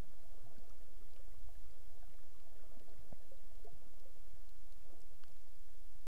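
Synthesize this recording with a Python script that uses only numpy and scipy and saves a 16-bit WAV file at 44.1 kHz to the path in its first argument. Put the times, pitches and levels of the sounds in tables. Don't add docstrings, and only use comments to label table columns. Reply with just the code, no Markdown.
import sys
import numpy as np
from scipy import signal
from scipy.fft import rfft, irfft
from scipy.io import wavfile

SR = 44100
rng = np.random.default_rng(int(sys.argv[2]) if len(sys.argv) > 2 else 0)


def to_wav(s):
    ch = np.atleast_2d(s).T
    pcm = np.round(np.clip(ch, -1, 1) * 32767)
    wavfile.write(sys.argv[1], SR, pcm.astype(np.int16))


N = 267671
TIME_S = np.arange(N) / SR

# frequency in Hz, density in dB per Hz before the sway gain.
RUMBLE_SPECTRUM = [(1, -78), (5, -58.5), (11, -65.5), (20, -67), (30, -74.5), (42, -82.5), (60, -87.5),
                   (100, -93.5), (160, -110), (300, -116), (900, -130)]
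# start in seconds, pitch in Hz, level in dB, decay in cycles.
SOFT_THUMPS = [(0.436, 107, -54, 29.5), (1.377, 76, -46, 3.6), (1.447, 48.7, -45, 14),
               (1.652, 55.7, -43.5, 3.5), (2.983, 53, -50, 12), (2.987, 111, -50.5, 8.8),
               (3.7277, 138, -53, 10), (4.3369, 79, -41, 2.4)]
# centre in Hz, width in Hz, gain in dB.
HOUSING_BANDS = [(220.7, 110, -11), (443, 101, -.5), (583.4, 93, 2), (706, 82.6, 3), (1276, 253, -4.5),
                 (1690, 390, -16.5)]
# start in seconds, pitch in Hz, level in dB.
NEAR_BUBBLES = [(.2551, 678, -62), (.4632, 678, -57), (.564, 1530, -65.5), (0.5804, 220, -47.5),
                (0.7057, 1280, -63.5), (1.011, 408, -61), (1.195, 547, -61), (1.32, 1980, -67),
                (1.4884, 694, -58), (1.553, 1680, -64.5), (2.0258, 710, -59), (2.026, 1550, -68),
                (2.1845, 1205, -67.5), (2.7704, 237.4, -50.5), (2.8798, 681, -60), (3.316, 531, -52.5),
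                (3.6465, 424, -50), (3.6715, 681, -52.5), (3.866, 245, -59), (4.0568, 535, -57),
                (4.901, 540, -60.5), (4.9284, 329, -56.5)]
# centre in seconds, change in dB, half width in seconds.
BUBBLE_SURGES = [(.12, -2, 0.21), (.52, 5, 0.25), (2.77, 5, 0.25), (3.8, 2.5, 0.13), (4.94, 7, 0.076)]
# start in seconds, pitch in Hz, ring level in dB.
NEAR_SNAPS = [(.584, 4500, -61), (0.6968, 5500, -58.5), (1.1348, 4170, -57), (1.1632, 2580, -56.5),
              (2.1394, 2000, -58.5), (2.4, 3045, -57.5), (2.7965, 2980, -58.5), (3.555, 4578, -61),
              (3.645, 4400, -60), (3.9984, 5100, -56), (4.4913, 4370, -57.5), (4.7239, 4300, -56),
              (5.005, 7600, -60.5), (5.017, 5200, -58), (5.2812, 4640, -58)]
# start in seconds, level in dB before mode gains, most excited pitch in Hz.
CASE_CONTACTS = [(0.042, -57.5, 600), (0.1343, -54.5, 427), (0.232, -55, 430), (.319, -57, 480),
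                 (3.126, -32, 170), (4.9027, -56, 470), (5.2375, -46, 2870)]
# frequency in Hz, gain in dB, decay in cycles.
CASE_MODES = [(161, 4.5, 1.8), (588, 2, 8), (1274, -5, 11.6), (1536, -1, 12.3), (1920, -9, 15),
              (3010, 1, 11), (4400, -1.5, 18)]
# frequency in Hz, density in dB per Hz.
HISS_SPECTRUM = [(100, -108), (900, -114), (2000, -114.5), (4500, -115.5), (7000, -116.3), (13800, -116.6),
                 (15500, -123)]


def undb(db):
    return 10 ** (np.asarray(db) / 20)


def unit(x):
    return x / np.sqrt(np.mean(x ** 2))


def add(out, start_s, sound):
    i = int(start_s * SR)
    out[i:i + len(sound)] += sound[:max(N - i, 0)]


def swell(centre_s, height, half_width_s):
    return height * np.exp(-((TIME_S - centre_s) / half_width_s) ** 2)


def noise(spectrum):
    hz, db = np.transpose(spectrum)
    bins_hz = np.maximum(np.arange(N // 2 + 1) * SR / N, 1)
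    gain = undb(np.interp(np.log(bins_hz), np.log(hz), db)) * np.sqrt(SR / 2)
    return irfft(rfft(rng.standard_normal(N)) * gain, N)


def ring(hz, db, cycles, glide=0):
    turns = np.arange(int(cycles * SR / hz) + 2) * hz / SR
    age = turns / cycles
    onset = 1 - np.exp(-np.pi * turns)
    decay = np.exp(-np.log(1000) * age)
    return undb(db) * onset * decay * np.sin(2 * np.pi * turns * (1 + glide * age / 2))


def swarm(count, low_hz, high_hz, cycles, spread_db, glide=0):
    out = np.zeros(N)
    for when, pitch, size, length in rng.random((count, 4)):
        hz = low_hz * (high_hz / low_hz) ** pitch
        db = -spread_db * np.log(1 - .96 * size)
        add(out, when * TIME_S[-1], ring(hz, db, cycles * (.5 + length), glide))
    return out


def water():
    eddies = undb(-79.5) * unit(swarm(count=130, low_hz=70.4, high_hz=212, cycles=8.5, spread_db=6))
    sway_db = -1.5 + swell(centre_s=1.59, height=5, half_width_s=0.52)
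    out = (noise(RUMBLE_SPECTRUM) + eddies) * undb(sway_db)
    for start_s, hz, db, cycles in SOFT_THUMPS:
        add(out, start_s, ring(hz, db, cycles))
    return out


def housing(x):
    out = 0
    for k, (hz, width_hz, db) in enumerate(HOUSING_BANDS):
        band = signal.lfilter(*signal.iirpeak(hz, hz / width_hz, fs=SR), x)
        out = out + (-1) ** k * undb(db) * band
    return out


def bubbles():
    murmur = swarm(count=5600, low_hz=152.3, high_hz=1982, cycles=13.7, spread_db=2.5, glide=0.095)
    leaves_s, fade_db_per_s = 3.98, 2.1
    fade_db = fade_db_per_s * np.maximum(TIME_S - leaves_s, 0)
    surge_db = sum(swell(*surge) for surge in BUBBLE_SURGES)
    out = unit(housing(murmur)) * undb(-73.5 + surge_db - fade_db)
    strays = swarm(count=110, low_hz=1057, high_hz=2044, cycles=48, spread_db=2.0, glide=0.088)
    wake = swell(centre_s=2.05, height=1, half_width_s=1.8)
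    out += undb(-85.5) * unit(strays) * wake
    damped_below_hz = 317
    for start_s, hz, db in NEAR_BUBBLES:
        cycles = 63 / (1 + (damped_below_hz / hz) ** 5.6)
        add(out, start_s, ring(hz, db, cycles, glide=0.1))
    return out


def shrimps():
    crackle = swarm(count=1500, low_hz=1646, high_hz=7760, cycles=9.7, spread_db=2.5)
    ticks = swarm(count=24, low_hz=2610, high_hz=7600, cycles=27, spread_db=3.0)
    out = undb(-87.5) * unit(crackle) + undb(-96.0) * unit(ticks)
    ring_s, crack_decay_s, crack_gain_db = 0.0056, 0.0023, -7.5
    age_s = TIME_S[:SR // 100]
    for start_s, hz, db in NEAR_SNAPS:
        crack = signal.lfilter(*signal.iirpeak(hz, Q=1.1, fs=SR), rng.standard_normal(len(age_s)))
        add(out, start_s, ring(hz, db, cycles=ring_s * hz))
        add(out, start_s, undb(db + crack_gain_db) * unit(crack) * np.exp(-age_s / crack_decay_s))
    return out


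def case_rings():
    out = np.zeros(N)
    for start_s, contact_db, contact_hz in CASE_CONTACTS:
        for hz, mode_db, cycles in CASE_MODES:
            rolloff_db = 2.46 * np.log2(hz / contact_hz) ** 2
            add(out, start_s, -ring(hz, contact_db + mode_db - rolloff_db, cycles))
    return out


def scene():
    return (water() + bubbles() + shrimps() + case_rings())[None]


def record(dry):
    whine_hz, cutoff_hz, dc_offset = 14070, 15700, .0255
    whine = undb(-104.5) * np.sin(2 * np.pi * whine_hz * TIME_S)
    lowpass = signal.ellip(10, .1, 70, cutoff_hz, fs=SR, output="sos")
    return dc_offset + signal.sosfilt(lowpass, dry + noise(HISS_SPECTRUM) + whine)


dry = scene()
out = record(dry)
to_wav(out)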